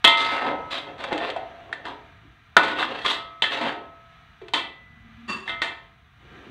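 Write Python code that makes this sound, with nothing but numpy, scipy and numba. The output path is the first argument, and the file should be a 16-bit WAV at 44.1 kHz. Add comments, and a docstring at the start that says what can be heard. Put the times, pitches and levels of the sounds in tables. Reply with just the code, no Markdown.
"""A small tiled kitchen, heard from just above a wok in which a steel ladle stirs spice paste.
The paste sizzles faintly over the rumble of the burner. The ladle clanks down, then its edge sticks
and slips across the metal, bright on bare steel and dull in the paste; the wok rings on after each
blow until a firm landing chokes it. A faint low drone swells now and then. Near the end the ladle is
laid down and its handle judders on the rim."""
import sys
import numpy as np
from scipy import signal
from scipy.fft import rfft, irfft
from scipy.io import wavfile
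from scipy.ndimage import uniform_filter1d
from numba import njit

SR = 44100
rng = np.random.default_rng(int(sys.argv[2]) if len(sys.argv) > 2 else 0)


def put_to_file(sound):
    """Save the sound as 16-bit audio at rate SR, in the file named by the first command-line argument."""
    columns = np.atleast_2d(sound).T  # one column per channel
    safe = np.clip(columns, -1, 1)
    whole_steps = np.round(safe * 32767)
    wavfile.write(sys.argv[1], SR, whole_steps.astype(np.int16))


N = 286650
T = np.arange(N) / SR

# level ride of the frying paste: time_s, level_db
SIZZLE_RIDE = [(0, -52.5), (.8, -50), (1.9, -55.5), (2.5, -57.5), (3.5, -56), (4.9, -57), (5.3, -54),
               (6.1, -60), (6.35, -51)]
# tone of the bursting steam bubbles: frequency_hz, gain_db
SIZZLE_EQ = [(400, -25), (540, -24), (670, 1), (830, -7), (1000, -7.5), (1250, 3), (1700, -0.5), (2200, -4),
             (3700, -8.5), (5300, -29), (5850, -20), (6600, -29.5), (8300, -34.5), (11000, -42.5)]
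# tone of the flame, ahead of its low and high cuts: frequency_hz, gain_db
BURNER_EQ = [(15, -52), (25, -4.5), (54, 2), (139, 1), (172, -4.5), (311, -18), (356, -22.5), (470, -16.5),
             (500, -27.5), (650, -73.5), (1100, -120)]
# ladle blows and catches; wash and ring are relative to the blow, and the favoured mode has a node
# under the ladle: start_s, level_db, cutoff_hz, focus_hz, focus_db, wash_db, ring_db, favoured_hz
LADLE_BLOWS = [ (0.0429, -9, 14000, 3400, 9.5, -10, -6.5, 1290),
               (0.0473, -.5, 17900, 3150, 13, -12.5, -19, 2083),
               (.0752, -12.5, 9000, 3400, 8.5, -4, -9.5, 914), (.45, -33.5, 992, 600, 12, -8, 9.5, 981),
               (.981, -39, 6160, 2500, 6, -25, -31, 981), (1.039, -22.5, 5000, 1530, 10, -24, -24, 675),
               (1.1273, -19, 2480, 304, 19, -13, -16, 766), (1.178, -23.5, 5980, 2460, 4, -21, -26, 675),
               (1.301, -25, 5900, 3000, 6.5, -16.5, -31, 1290),
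               (1.362, -14, 1680, 690, 28, -12.5, -20.5, 675),
               (1.7275, -20.5, 6000, 1700, 17.5, -15.5, -28, 675),
               (1.853, -31, 3980, 1500, 11, -9, -17, 766), (2.566, 1.5, 1400, 1433, 13, -14.5, -17, 1478),
               (2.632, -21.5, 2180, 1480, -19, -3, -28, 1478),
               (2.785, -20, 2500, 1190, 16, -3, -19.5, 1058),
               (2.827, -17.5, 3000, 1540, 18, -21, -15, 1755),
               (3.048, -24.5, 4830, 1170, 14.5, 1, -5, 1189), (3.113, -24, 2200, 1150, 13, -13, -7, 1290),
               (3.421, -12.5, 7250, 3230, 11, -6.5, -22, 1290),
               (3.438, -12, 5170, 1700, 21.5, -12, -26.5, 2686), (3.61, -25, 1200, 262, 15, 1, -10.5, 675),
               (3.68, -29, 1200, 700, 0, -6, -5, 1290), (4.414, -32.5, 692, 393, 24, -9, -13, 675),
               (4.4827, -36.5, 6960, 3340, -1.5, -17, -22, 1478),
               (4.5359, -14.5, 6000, 3270, 3, -4.5, -17, 1992),
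               (5.477, -30.5, 4020, 1800, 21, -2.5, -3.5, 2083),
               (5.494, -25.5, 4000, 3200, 12, -10, -6, 1290),
               (5.618, -15.5, 6000, 1750, 6.5, -7, -12.5, 1803)]
# ringing modes of the free wok: pitch_hz, level_db, t60_s
WOK_MODES = [(328, -21, 1), (430, -20, .5), (554, -22, .7), (675, -12, 1.4), (766, -14, .6), (882, -16, .5),
             (914, -6, .9), (981, -13, 1.1), (1058, -13, 1.4), (1189, -20, 1.3), (1290, -11, 1.7),
             (1478, -9, .8), (1755, -14, .6), (1803, -15, .5), (1879, -10, 1), (1992, -17, 1.7),
             (2083, -7, 1.1), (2338, -19, 1.1), (2630, -7, .6), (2686, -14, 1.1), (3066, -11, .7),
             (3182, -11, .8), (3246, -11, .8), (3280, -10, .5), (3443, -8, .6), (3523, -8, .5),
             (3562, -8, .5), (3665, -16, .6), (3770, -16, .7), (3920, -20, .5), (4150, -22, .6)]
# tone of the crowd of short-lived modes of wok and ladle: frequency_hz, gain_db
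CLANK_EQ = [(40, -37.5), (130, -20), (260, -5), (500, -6), (850, 0), (1600, -2), (2400, 3), (3500, -0.5),
            (4400, -5.5), (5300, -19.5), (8300, -17.5), (11000, -38), (16000, -42)]
# decay of those modes together with the tiled room: frequency_hz, t60_s
TAIL_DECAY = [(150, 0.48), (400, 0.53), (1000, 0.39), (2800, 0.41), (7000, 0.24), (14000, 0.34)]
# ladle strokes, with paste from 0 (bare steel) to 1 (deep):
# start_s, length_s, level_db, paste_at_start, paste_at_end
LADLE_STROKES = [ (0.158, 0.33, -32.5, 0.05, 0.77), (0.7, 0.08, -38, 0.1, 0.26),
                 (0.861, 0.02, -44.5, 0.6, 0.76), (0.987, 0.098, -38.5, 0.42, 0.53),
                 (1.106, 0.17, -36, 0.74, 0.55), (1.38, 0.42, -57.5, 0.71, 1),
                 (1.841, 0.04, -39.5, 0.63, 0.48), (2.669, 0.03, -29, 0.34, 0.48),
                 (2.758, 0.076, -34, 0.4, 0.34), (2.881, .15, -41.5, 0.62, 0.3),
                 (3.043, 0.067, -32.5, 0.17, 0), (3.501, 0.18, -33, 0.31, 0.56),
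                 (5.457, 0.031, -43.5, 0.37, 0.2)]
# tone of the ladle sliding on the wok: frequency_hz, gain_db
SCRAPE_EQ = [(60, -52), (130, -17), (200, -13), (265, -3), (400, -3), (680, 0), (1150, -13.5),
             (1700, -11.5), (2300, -12.5), (3400, -1), (4200, -8.5), (4850, -16.5), (5400, -26),
             (8600, -31.5), (10500, -46), (15500, -50)]
# swells of a low drone: start_s, rise_s, level_db, centre_hz, width_hz
DRONE_SWELLS = [(2.22, 0.034, -53, 287, 92.7), (4.8, 0.52, -49.5, 231, 23.9), (6.15, 0.34, -48, 302, 291)]
# resonances of the handle: pitch_hz, width_hz, level_db
HANDLE_MODES = [(222, 33, 1), (381, 13.4, 3), (1002, 41, -2.5), (1170, 74, 4.5), (1662, 11, 0),
                (1847, 29, 1.5), (2690, 36, 7), (3520, 170, -10.5), (4594, 34, -2.5), (6960, 66, -13),
                (8220, 45, -15)]
# a thin ting as the ladle settles: start_s, pitch_hz, level_db, t60_s
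SETTLING_TING = (5.674, 7079.5, -55, 0.25)

HELD_SHARE = .5  # ring time of the wok with the ladle on it, as a share of the free wok's
BOUNCE_S, FIRM_DB, CHOKE_DB = .1, -28, -18.5  # a firm landing, later than a bounce, ducks the ring
EDGE_T60_S, DRAG_T60_S = 0.22, 0.49  # after the push the edge stops quickly, while the bowl slides on
# (bare steel, deep paste): the dull drag grows, the rasp dies and the contact resonance sinks
DRAG_DB, RASP_DB, CONTACT_HZ = (-9, 8), (7.5, -18), (1300, 610)
JUDDER_S, JUDDER_DB = 5.277, -26


def undb(db):
    """Decibels to gain."""
    return 10 ** (np.asarray(db) / 20)


def unit(x):
    """Scale to rms 1."""
    return x / np.sqrt(np.mean(x ** 2))


def bins(x):
    """Frequencies of the spectrum of x."""
    return np.maximum(np.arange(len(x) // 2 + 1) * SR / len(x), 1)


def eq_curve(hz, points):
    """Gain at hz of (Hz, dB) points on a log-frequency axis."""
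    f, db = np.transpose(points)
    return undb(np.interp(np.log(hz), np.log(f), db))


def shaped(x, gain):
    """Filter x by a gain for each frequency; rms 1."""
    return unit(irfft(rfft(x) * gain, len(x)))


def below(hz, edge_hz, order=4):
    """Low-pass gain; with the two frequencies swapped, high-pass."""
    return 1 / np.sqrt(1 + (hz / edge_hz) ** (2 * order))


def peak(hz, centre_hz, width_hz):
    """Power curve of one resonance, 1 at its centre."""
    return 1 / (1 + ((hz / centre_hz - centre_hz / hz) * centre_hz / width_hz) ** 2)


def fade(t, t60):
    """Exponential decay, 60 dB down at t60."""
    return np.exp(-np.log(1000) * t / t60)


def push(start_s, length_s, attack_s, t60):
    """Envelope: a straight rise, then an exponential release from length_s after the start."""
    return np.clip((T - start_s) / attack_s, 0, 1) * fade(np.maximum(T - start_s - length_s, 0), t60)


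def add(out, start_s, x):
    """Mix x into out from start_s."""
    i = int(start_s * SR)
    out[i:i + len(x)] += x[:len(out) - i]


def wander(rate):
    """Smooth random drift with rate new values a second; rms 1."""
    hold = int(SR / rate)
    steps = np.repeat(rng.standard_normal(N // hold + 1), hold)
    return unit(uniform_filter1d(uniform_filter1d(steps, hold), hold)[:N])


def grains(rate, spread_db):
    """Random clicks, about rate a second, most of them small and a few large."""
    size = undb(spread_db * np.minimum(rng.exponential(size=N), 5))
    polarity = np.sign(rng.standard_normal(N))
    return unit(size * polarity * (rng.random(N) < rate / SR))


def die_away(x):
    """Let each band of x fade at the pace of wok and room: the treble goes first."""
    hz, t60s = np.transpose(TAIL_DECAY)
    spectrum, log_hz = rfft(x), np.log(bins(x))
    bands = (np.interp(log_hz, np.log(hz), solo) for solo in np.eye(len(hz)))
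    return sum(irfft(spectrum * band, len(x)) * fade(T[:len(x)], t60) for band, t60 in zip(bands, t60s))


def kitchen(x, wet_db):
    """Add the diffuse tail of pan and tiles to a sound, keeping its power."""
    tail = die_away(rng.standard_normal(SR))
    wet = signal.fftconvolve(x, tail / np.linalg.norm(tail))[:N]
    return (x + undb(wet_db) * wet) / np.hypot(1, undb(wet_db))


def frying():
    """Tiny steam bubbles burst in the paste, blurred by the room."""
    pops = kitchen(grains(rate=11000, spread_db=2), wet_db=-0.5)
    ride_db = np.interp(T, *np.transpose(SIZZLE_RIDE))
    return shaped(pops, eq_curve(bins(pops), SIZZLE_EQ)) * undb(ride_db + 0.89 * wander(rate=4.7))


def burner(level_db=-56, flutter_db=1.5):
    """The flame rumbles and flutters."""
    noise = rng.standard_normal(N)
    hz = bins(noise)
    tone = eq_curve(hz, BURNER_EQ) * below(hz, 610) * below(42, hz, order=5)
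    return shaped(noise, tone) * undb(level_db + flutter_db * wander(rate=12))


def wok_body(hz, width_hz, valley_db):
    """Gain of the wok's body: a hump around every mode, with valleys between."""
    humps = sum(1 / (1 + ((hz - pitch_hz) / width_hz) ** 2) ** 2 for pitch_hz, _, _ in WOK_MODES)
    crowded = 1 - below(hz, 3500, order=8)  # higher up the modes overlap evenly
    return np.sqrt(undb(valley_db) ** 2 + humps + .5 * crowded + .5 * below(hz, 240))


def wok_ring(favoured_hz, favour_db, cutoff_hz, ring_share):
    """One tap: a soft contact mutes the high modes; ring_share shortens all but the favoured one."""
    hz, db, t60 = np.transpose(WOK_MODES)[:, :, None]
    t = T[:3 * SR // 2]
    favoured = np.abs(hz - favoured_hz) == np.abs(hz - favoured_hz).min()
    size = undb(db + favour_db * favoured) * below(hz, cutoff_hz, order=2)
    polarity = rng.choice([-1, 1], hz.shape)
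    decay = fade(t, t60 * np.where(favoured, 1, ring_share))
    return np.sum(size * polarity * decay * np.sin(2 * np.pi * hz * t), axis=0)


def choked(ring, start_s):
    """A ring begun at start_s drops each time the ladle lands firmly afresh."""
    landings_s = [s for s, db, *_ in LADLE_BLOWS if s > start_s + BOUNCE_S and db > FIRM_DB]
    landed = np.searchsorted(landings_s, start_s + T[:len(ring)])
    return ring * uniform_filter1d(undb(CHOKE_DB * landed), size=600)


def clanks(crack_t60_s=0.041, focus_octaves=0.31, wash_attack_s=0.0014):
    """Each blow of the ladle: a hard crack, a wash of dense modes, and the clear ring of the wok."""
    out, t = np.zeros(N), T[:SR]
    hz = bins(t)
    body = eq_curve(hz, CLANK_EQ) * wok_body(hz, width_hz=36, valley_db=-13)
    for start_s, db, cutoff_hz, focus_hz, focus_db, wash_db, ring_db, favoured_hz in LADLE_BLOWS:
        contact_resonance = undb(focus_db * np.exp(-(np.log2(hz / focus_hz) / focus_octaves) ** 2))
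        # paste under the ladle softens the contact and takes away the treble
        tone = body * below(hz, cutoff_hz, order=1) * contact_resonance
        bite = 1 - np.exp(-(t * cutoff_hz / 2) ** 2)  # a soft contact also starts more gently
        crack = shaped(rng.standard_normal(SR), tone) * fade(t, crack_t60_s) * bite
        wash = die_away(shaped(rng.standard_normal(SR), tone)) * (1 - np.exp(-t / wash_attack_s))
        ring = wok_ring(favoured_hz, favour_db=9, cutoff_hz=cutoff_hz, ring_share=HELD_SHARE)
        add(out, start_s, undb(db) * (crack + undb(wash_db) * wash))
        add(out, start_s, undb(db + ring_db) * choked(ring, start_s))
    return out


def travel(x, patchy_db, size=1024):
    """As the contact point passes nodes and bellies of the metal, narrow bands swell and sink."""
    _, _, frames = signal.stft(x, nperseg=size)
    patches = uniform_filter1d(rng.standard_normal(frames.shape), size=3, axis=0)  # across frequency
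    patches = uniform_filter1d(patches, size=6, axis=1)  # across time
    return signal.istft(frames * undb(patchy_db * unit(patches)), nperseg=size)[1][:N]


@njit
def bandpass(x, hz, width_hz):
    """State-variable band-pass whose centre and width may move."""
    y, band_state, low_state = np.empty(len(x)), 0., 0.
    for i in range(len(x)):
        tuning, damping = np.tan(np.pi * hz[i] / SR), width_hz[i] / hz[i]
        band = (band_state + tuning * (x[i] - low_state)) / (1 + tuning * (tuning + damping))
        band_state = 2 * band - band_state
        low_state += 2 * tuning * band
        y[i] = damping * band
    return y


def scraping(drag_hz=1000, rasp_hz=2500, attack_s=.02, focus_db=-1, sing_db=-28):
    """The ladle sticks and slips: dense tiny knocks in uneven bursts, which also keep the wok singing."""
    knocks = grains(rate=2400, spread_db=2.7) * undb(2 * wander(rate=160))
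    slips = travel(knocks, patchy_db=2.6)
    hz = bins(slips)
    # the slips are coloured by the wok's resonances, which the pressed ladle damps
    body = eq_curve(hz, SCRAPE_EQ) * wok_body(hz, width_hz=14, valley_db=-2)
    low, high = below(hz, drag_hz), below(rasp_hz, hz)
    drag, grind, rasp = (shaped(slips, body * band) for band in (low, (1 - low) * (1 - high), high))
    out, focus_hz = np.zeros(N), np.full(N, float(CONTACT_HZ[0]))
    for start_s, length_s, db, *paste_ends in LADLE_STROKES:
        paste = np.interp(T, [start_s, start_s + length_s], paste_ends)
        drag_db, rasp_db = np.interp(paste, [0, 1], DRAG_DB), np.interp(paste, [0, 1], RASP_DB)
        edge = (grind + undb(rasp_db) * rasp) * push(start_s, length_s, attack_s, EDGE_T60_S)
        bowl = undb(drag_db) * drag * push(start_s, length_s, attack_s, DRAG_T60_S)
        out += undb(db) * (edge + bowl)
        # the paste under the ladle sweeps one broad resonance
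        focus_hz = np.where(T >= start_s, np.interp(paste, [0, 1], CONTACT_HZ), focus_hz)
    out += undb(focus_db) * bandpass(out, focus_hz, focus_hz / 4)
    ring = wok_ring(favoured_hz=1290, favour_db=0, cutoff_hz=3000, ring_share=1.0)
    singing = signal.fftconvolve(out, ring / np.linalg.norm(ring))[:N]
    return kitchen(out, wet_db=-4.0) + undb(sing_db) * singing


def drone():
    """A faint low resonance swells and sinks under the frying."""
    out, hz = np.zeros(N), bins(T)
    for start_s, rise_s, db, centre_hz, width_hz in DRONE_SWELLS:
        hum = shaped(rng.standard_normal(N), peak(hz, centre_hz, width_hz))
        out += undb(db) * hum * push(start_s, length_s=rise_s, attack_s=rise_s, t60=.4)
    return out


def handle():
    """The handle chatters on the rim and rings in its own resonances; a thin ting follows."""
    chatter = grains(rate=1800, spread_db=1.5)
    hz = bins(chatter)
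    body = np.sqrt(sum(undb(db) ** 2 * peak(hz, pitch, width) for pitch, width, db in HANDLE_MODES))
    judder = undb(JUDDER_DB) * push(JUDDER_S, length_s=0.027, attack_s=0.017, t60=0.41)
    out = shaped(chatter, body * below(hz, 7200, order=3)) * judder
    ting_s, ting_hz, ting_db, t60 = SETTLING_TING
    add(out, ting_s, undb(ting_db) * fade(T, t60) * np.sin(2 * np.pi * ting_hz * T))
    return kitchen(out, wet_db=-5.5)


def scene():
    """Everything reaches one microphone above the wok."""
    return (frying() + burner() + clanks() + scraping() + drone() + handle())[None]


def record(dry):
    """The microphone adds faint hiss and overloads on the hardest blows; the top is cut."""
    hiss = undb(-83.0) * rng.standard_normal(N)
    high_cut = signal.ellip(10, .2, 80, 15700, fs=SR, output="sos")
    return signal.sosfilt(high_cut, np.clip(dry + hiss, -1, 1))


dry = scene()
out = record(dry)
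put_to_file(out)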